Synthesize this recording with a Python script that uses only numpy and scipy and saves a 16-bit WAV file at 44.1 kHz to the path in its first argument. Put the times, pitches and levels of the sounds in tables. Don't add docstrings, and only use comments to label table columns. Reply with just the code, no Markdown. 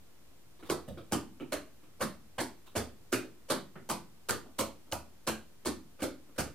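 import sys
import numpy as np
from scipy import signal
from scipy.fft import irfft
from scipy.io import wavfile

SR = 44100
rng = np.random.default_rng(int(sys.argv[2]) if len(sys.argv) > 2 else 0)


def generate_wav(sig):
    pcm = np.round(np.clip(np.atleast_2d(sig).T, -1, 1) * 32767).astype(np.int16)
    wavfile.write(sys.argv[1], SR, pcm)


def makeup_ratio(level_db):
    decades = np.asarray(level_db, float) / 20
    return 10 ** decades


N = 288816

# start_s, box_db, table_db, tick_db, long_ring_db
PRESSES = [(0.699, -29, -28, -37.5, -30.5), (1.122, -27.5, -33, -34.5, -29),
           (1.523, -32.5, -33.5, -38.5, -34.5), (2.013, -32.5, -35, -40.5, -33),
           (2.383, -28, -40.5, -45, -33.5), (2.762, -31, -34.5, -37.5, -46),
           (3.127, -26.5, -27.5, -35, -32), (3.503, -33, -34.5, -36, -28.5),
           (3.899, -27.5, -37.5, -36.5, -34.5), (4.293, -26.5, -39, -45, -36),
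           (4.59, -27, -32.5, -35.5, -32.5), (4.924, -29.5, -36.5, -40, -44.5),
           (5.275, -27.5, -34.5, -36, -27.5), (5.658, -33.5, -35.5, -37.5, -40),
           (6.021, -34.5, -31, -41.5, -30.5), (6.385, -35, -33.5, -37.5, -34)]
# box_hz, table_hz, long_table_hz, long_box_hz, plate_hz
SWITCHES = [(1110, 401, 330, 1300, 2650), (825, 222, 290, 1200, 3100), (1230, 618, 291, 1100, 4400),
            (1096, 542, 220, 1800, 5300), (890, 527, 250, 1090, 4500), (690, 345, 436, 1235, 3600),
            (1386, 368, 260, 2500, 2800), (1146, 540, 260, 3000, 4800), (870, 217, 339, 1000, 2430),
            (1406, 470, 210, 1200, 3700), (1015, 554, 217, 670, 4300), (860, 570, 150, 980, 2670),
            (1156, 351, 219.5, 1600, 4300), (1010, 388, 250, 1800, 4400), (1490, 270, 260, 1400, 7900),
            (1480, 230, 292, 1800, 8300)]
# pitch_hz, level_db per Hz
TICK = [(1180, -57), (2000, -15.5), (2440, -9.5), (2910, -8.5), (3870, -6), (4450, -3), (5830, -4),
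        (8930, -1), (14900, -11), (16000, -32)]
BODY_LAG_S = .0015


def evened(x, count=None):
    return x / np.sqrt(np.mean(x[..., :count] ** 2) + 1e-20)


def read(points, hz):
    f, value = np.transpose(points)
    return np.interp(np.log(hz + 1), np.log(f + 1), value)


def add(mix, s, sound):
    part = mix[:, round(s * SR):][:, :sound.shape[1]]
    part += sound[:, :part.shape[1]]


LENGTH = 12800


def presses(mix):
    for press, switch in zip(PRESSES, SWITCHES):
        s, box_db, table_db, tick_db, ring_db = press
        box_hz, table_hz, low_hz, high_hz, plate_hz = switch
        snap = knock(s, box_db, box_hz, table_db, table_hz, tick_db, TICK, 0.00029, 0.0019, 4.57, plate_hz)
        add(mix, s - .0012, snap)
        add(mix, s - .0008, ping(tick_db + 11, 10200))
        add(mix, s, linger(ring_db, low_hz, 0.28) + linger(box_db - 11.5, high_hz, .27))


def landings(mix):
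    # start_s, level_db, skin_tick_db
    fingers = [(0.690, -48, -54), (1.113, -50.5, -55), (1.518, -48.5, -50), (1.994, -58.5, -59),
               (2.005, -37.5, -43.5), (2.380, -41.5, -58), (2.752, -37, -43.5), (3.120, -47, -40.5),
               (3.484, -56, -53), (3.498, -34.5, -37), (3.889, -43, -41.5), (4.286, -39.5, -34),
               (4.583, -43, -37.5), (4.914, -50, -48), (5.267, -42.5, -40), (5.649, -48.5, -48),
               (5.99, -56.5, -71), (6, -51.5, -55.5), (6.358, -63, -65), (6.378, -39.5, -43)]
    palm_hz = 524
    for s, db, tick_db in fingers:
        slap = knock(s, db + 7.5, switch_at(s)[0], db, palm_hz, tick_db, TICK, 0.0022, 0.00608, 9.0)
        add(mix, s - BODY_LAG_S, slap)


def contacts(mix):
    # start_s, level_db, pitch_hz
    meetings = [(0.7068, -28, 5100), (1.1342, -24, 3220), (1.5303, -29, 4300), (2.0271, -26, 4570),
                (2.402, -29, 7700), (2.408, -29, 4900), (2.7704, -27, 5560), (3.1331, -41, 6500),
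                (3.5047, -32, 8700), (4.2942, -30, 7800), (4.309, -16, 7900), (4.5984, -44, 5000),
                (4.9235, -22, 4030), (5.2742, -24, 3700), (5.6666, -26, 4450), (6.032, -24, 8000),
                (6.0431, -27, 7700), (6.3988, -29, 7840), (6.3915, -33, 10200), (2.02, -26, 10400),
                (4.2885, -32, 3700), (1.1295, -26, 5700), (.8815, -63, 3770), (2.663, -61, 3600)]
    for s, db, hz in meetings:
        add(mix, s - .0004, ping(db, hz))


def bounces(mix):
    # start_s, level_db, table_hz, tick_db
    rebounds = [(.709, -30.5, 379, -44.5), (1.131, -32, 307, -47), (1.144, -35, 228, -63),
                (1.533, -41.5, 356, -54), (2.019, -37.5, 233, -42.5), (2.400, -36.5, 332, -38.5),
                (2.772, -39, 363, -45), (3.137, -34, 327, -42.5), (3.511, -33.5, 327, -49),
                (3.906, -38.5, 215, -52), (4.300, -39.5, 328, -56), (4.31, -43, 470, -49),
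                (4.602, -39.5, 600, -52), (4.93, -43, 340, -62), (5.285, -37, 352, -49),
                (5.668, -34, 369, -43), (6.033, -38, 563, -47), (6.394, -44, 295, -48)]
    for s, db, table_hz, tick_db in rebounds:
        blow = knock(s, db - 3.5, switch_at(s)[0], db, table_hz, tick_db, TICK, 0.00023, .0015, 12.0)
        add(mix, s - BODY_LAG_S, blow)


def switch_at(s):
    return SWITCHES[np.argmin(abs(np.transpose(PRESSES)[0] - s))]


def knock(s, box_db, box_hz, table_db, table_hz, tick_db, colour, rise_s, rattle_s, wet_db, plate_hz=0):
    # time_s, distance_m
    distance = [(0, 0.42), (1.1, 0.65), (2.0, 0.96), (2.4, 1.28), (3.1, 0.67), (3.9, 0.9), (4.6, 1.1),
                (5.0, 0.6), (5.3, 0.73), (5.7, 0.68), (6.4, 1.34)]
    # pitch_hz, level_db, t60_s
    box_table = [(800, -6.5, 0.024), (954, -8, 0.044), (1181, -2, 0.036), (1493, -1.5, 0.028),
                 (1700, -7, 0.028), (2246, -4, 0.024), (2975, -1, 0.012), (3700, -30.5, 0.13)]
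    # pitch_hz, level_db, t60_s
    top_table = [(232, -5, 0.078), (239.5, -8, 0.08), (315, -14.5, 0.016), (342, -4, 0.12),
                 (402, -3, 0.027), (524, -2, 0.041), (600, 2.5, 0.024)]
    wet_db = wet_db + 20 * np.log10(np.interp(s, *np.transpose(distance)))

    t = np.arange(800) / SR
    force = (1 - np.exp(-(t + 1e-5) / rise_s)) * np.exp(-t / rattle_s)
    impacts = rng.random(len(t)) < 1500 / SR
    rattle = force * rng.standard_normal(len(t)) * impacts
    rattle[np.argmax(force)] = 1.1 * force.max()

    tint = snap_tint(colour, plate_hz)
    crack = signal.fftconvolve(force * rng.standard_normal(len(t)) + 3.6 * rattle, tint)
    space = room()
    tick = heard(crack, tint, space, wet_db + 4.5)

    box_modes = [*box_table, (box_hz, 4.5, .03)]
    box_near = signal.fftconvolve(rattle, ring(box_modes, 3.7))
    box = heard(box_near, ring(box_modes, 0.39, damping=4.23), space, wet_db)
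    box = signal.sosfilt(signal.butter(2, 300, "high", fs=SR, output="sos"), box)

    table_modes = [*top_table, (table_hz, 9.5, .055)]
    builds = 1 - np.exp(-np.arange(4500) / SR / 0.0012)
    table_near = builds * ring(table_modes, 0.7, detune=0.013)
    table = heard(table_near, ring(table_modes, 4.2, damping=2.36), space, wet_db - 4.0)
    table = signal.sosfilt(signal.butter(2, 150, "high", fs=SR, output="sos"), table)

    body = makeup_ratio(box_db - 7.0) * box + makeup_ratio(table_db - 1.55) * table
    body = np.pad(body, ((0, 0), (round(BODY_LAG_S * SR), 0)))
    return body[:, :LENGTH] + makeup_ratio(tick_db - 0.4) * tick


def snap_tint(colour, plate_hz):
    # pitch_hz, level_db, t60_s
    spring = [(4390, 3, 0.0042), (6860, -46, 0.03), (8440, 0.5, 0.01), (10750, 0, 0.0064),
              (12400, -4.5, 0.024)]
    tint = np.roll(irfft(makeup_ratio(read(colour, np.fft.rfftfreq(512, 1 / SR)))), 60)
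    jangle = ring(spring, 3.0, detune=.05, size=600)
    tint[60:] += 0.32 * jangle[:len(tint) - 60] * np.linalg.norm(tint) / np.linalg.norm(jangle)
    t = np.arange(452) / SR
    plate = makeup_ratio(-60 * t / 0.0098) * np.sin(2 * np.pi * plate_hz * t)
    tint[60:] += 0.23 * plate * np.linalg.norm(tint) / (np.linalg.norm(plate) + 1e-9)
    return tint


def ring(modes, spread_db, damping=1, detune=0.02, size=4500):
    t = np.arange(size) / SR
    luck = rng.standard_normal((len(modes), 2))
    total = np.zeros(size)
    for (hz, db, t60), (u, v) in zip(modes, luck):
        decay = makeup_ratio(db + spread_db * v - 60 * damping * t / t60)
        total += np.sign(u) * decay * np.sin(2 * np.pi * hz * (1 + detune * u) * t)
    return total


def ping(db, hz):
    t = np.arange(400) / SR
    band = signal.butter(2, [3500, 12500], "band", fs=SR, output="sos")
    crack = signal.sosfilt(band, rng.standard_normal(len(t)) * np.exp(-t / 0.00056))
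    chime = ring([(hz, 0, .008), (1.57 * hz, -5, .006)], 1.2, size=len(t))
    sound = evened(0.55 * evened(crack) + evened(chime), count=40)
    return makeup_ratio(db - 7.5) * np.array([sound, np.roll(sound, 2)])


def linger(db, hz, t60):
    t = np.arange(LENGTH) / SR
    modes = [(hz, 0, t60), (1.5 * hz, -7, t60)]
    both = ring(modes, 0.67, detune=0.0051, size=len(t))
    apart = ring(modes, 1.5, detune=0.0265, size=len(t)) * np.array([[1], [-1]])
    return makeup_ratio(db + 2.0) * (both + 0.35 * apart) * (1 - np.exp(-t / 0.038))


def thumps(mix):
    # start_s, level_db, pitch_hz, legs_db
    pushes = [(0.63, -58, 83.5, -62), (0.693, -40, 148, -46), (0.883, -42.5, 140, -44),
              (0.972, -45.5, 125, -60), (1.117, -33.5, 177, -43), (1.403, -48, 143.6, -63),
              (1.522, -52, 140, -49), (2.01, -44, 146, -48), (2.382, -44, 119.4, -49.5),
              (2.762, -34.5, 101.3, -40), (3.125, -38.5, 120, -56), (3.501, -42.5, 139, -55),
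              (3.752, -70, 163, -62), (3.9, -46, 123.2, -51), (4.291, -35.5, 119, -50),
              (4.587, -42.5, 109.5, -44), (4.919, -40.5, 102.3, -46), (5.273, -41, 140.6, -42.5),
              (5.657, -45.5, 161, -45.5), (6.018, -43, 98, -48), (6.381, -36.5, 134.5, -38.5)]
    for s, db, hz, legs_db in pushes:
        add(mix, s, thump(db, hz, legs_db))


def thump(db, hz, legs_db):
    # pitch_hz, level_db, t60_s
    legs = [(53, -4.5, 0.45), (77, 2, 0.46)]
    t = np.arange(LENGTH) / SR
    modes = [(105, -9, .25), (145, -8, .2), (hz, 1.5, .3)]
    both = ring(modes, 6.1, size=len(t))
    apart = ring(modes, 8.4, size=len(t)) * np.array([[1], [-1]])
    flex = (both + 0.27 * apart) * (1 - np.exp(-t / 0.0094))
    rock = ring(legs, 1.5, detune=0.035, size=len(t)) * (1 - np.exp(-t / 0.017))
    return makeup_ratio(db - 7.5) * evened(flex, count=2000) + makeup_ratio(legs_db) * rock * np.array([[.92], [1.08]])


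def touches(mix):
    # start_s, box_db, table_db, table_hz, brush_db
    strays = [(0.593, -64, -60, 360, -63.5), (0.627, -51, -47.5, 337, -60), (0.656, -58, -67, 223, -57),
              (.880, -56, -42, 175, -54), (0.974, -46.5, -45, 338, -62), (1.400, -45.5, -50.5, 467, -62),
              (1.408, -67, -39.5, 285, -72), (1.832, -62, -60, 305, -71), (2.662, -61, -67, 282, -58),
              (3.245, -61, -48, 355, -64), (3.756, -45.5, -45.5, 178, -77), (4.453, -61, -52.5, 313, -78),
              (4.871, -64, -63, 269, -81), (6.284, -63, -61, 310, -85)]
    # pitch_hz, level_db per Hz
    skin = [(1200, 0.5), (2500, -11), (3700, -2.5), (5000, -9), (8000, -11), (14000, -14)]
    box_hz, lid_hz = 1300, 3900
    for s, box_db, table_db, table_hz, brush_db in strays:
        brush = knock(s, box_db, box_hz, table_db, table_hz, brush_db, skin, 0.00019, 0.001, 10.4, lid_hz)
        add(mix, s - .002, brush)


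def heard(direct, spread, tail, wet_db):
    echoes = signal.fftconvolve(spread[None] / np.linalg.norm(spread), tail, axes=1)[:, :LENGTH]
    near = np.pad(direct / np.linalg.norm(direct), (2, LENGTH))
    near = np.array([near[2:LENGTH + 2], near[:LENGTH]])
    return evened(near + makeup_ratio(wet_db) * echoes, count=900)


def room():
    # pitch_hz, t60_s
    decay = [(80, 0.87), (210, 0.34), (560, 0.29), (1470, 0.29), (3880, 0.3), (10200, 0.23)]
    # pitch_hz, likeness (-1 to 1)
    same = [(60, 0.85), (110, 0.23), (200, 0.95), (380, 0.61), (700, 0.78), (1290, 0.6), (2380, 0.77),
            (4400, 0.48), (8120, -0.39), (15000, -0.15)]
    tail = pair_noise(LENGTH, 256, same, lambda hz, t: -60 * t / read(decay, hz))
    t = np.arange(LENGTH) / SR
    tail = tail * np.clip((t - .0015) / 0.0056, 0, 1)
    tail = tail / np.linalg.norm(tail[0])
    when, side = rng.random((2, 6))
    at = (SR * (.002 + .022 * when)).astype(int)
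    for ear, lag in enumerate((0 * at, np.round(4 * side - 1).astype(int))):
        tail[ear, at + lag] += 0.19 * np.sign(side - .4)
    return tail


def air():
    # pitch_hz, level_db per Hz
    colour = [(12, -34), (20, -9.5), (27, -34), (60, -11), (393, -19.5), (428, -21.5), (772, -27),
              (839, -27.5), (1470, -30), (1600, -31), (11100, -36.5), (15200, -37), (16500, -93)]
    # pitch_hz, likeness (-1 to 1)
    same = [(60, 0.46), (240, 0.018), (950, 0.45), (3770, -0.23), (15000, 0.091)]
    hush = pair_noise(N, 2048, same, lambda hz, t: read(colour, hz) + 0 * t)
    return makeup_ratio(-61.5) * evened(hush)


def pair_noise(count, size, same, shape_db):
    hop = size // 4
    hz = np.fft.rfftfreq(size, 1 / SR)[:, None]
    t = np.arange(count // hop + 2) * hop / SR
    a, b, c, d = rng.standard_normal((len(t), len(hz), 4)).T
    like = np.clip(read(same, hz), -1, 1)
    left = a + 1j * b
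    right = like * left + np.sqrt(1 - like ** 2) * (c + 1j * d)
    z = np.array([left, right]) * makeup_ratio(shape_db(hz, t))
    return signal.istft(z, nperseg=size, noverlap=size - hop)[1][:, :count]


def scene():
    mix = np.zeros((2, N))
    for layer in (presses, landings, contacts, bounces, thumps, touches):
        layer(mix)
    no_rumble = signal.butter(2, 45, "high", fs=SR, output="sos")
    balance = makeup_ratio([[-.9], [.9]])
    return signal.sosfilt(no_rumble, mix) * balance + air()


def band_limit(x):
    return signal.sosfilt(signal.butter(12, 16670, fs=SR, output="sos"), x)


def record(dry):
    edge = signal.firwin(255, 16000, window=("kaiser", 8), fs=SR)
    offset = -.00185
    finished = signal.oaconvolve(dry, edge[None], "same") + offset
    return band_limit(finished)


dry = scene()
out = record(dry)
generate_wav(out)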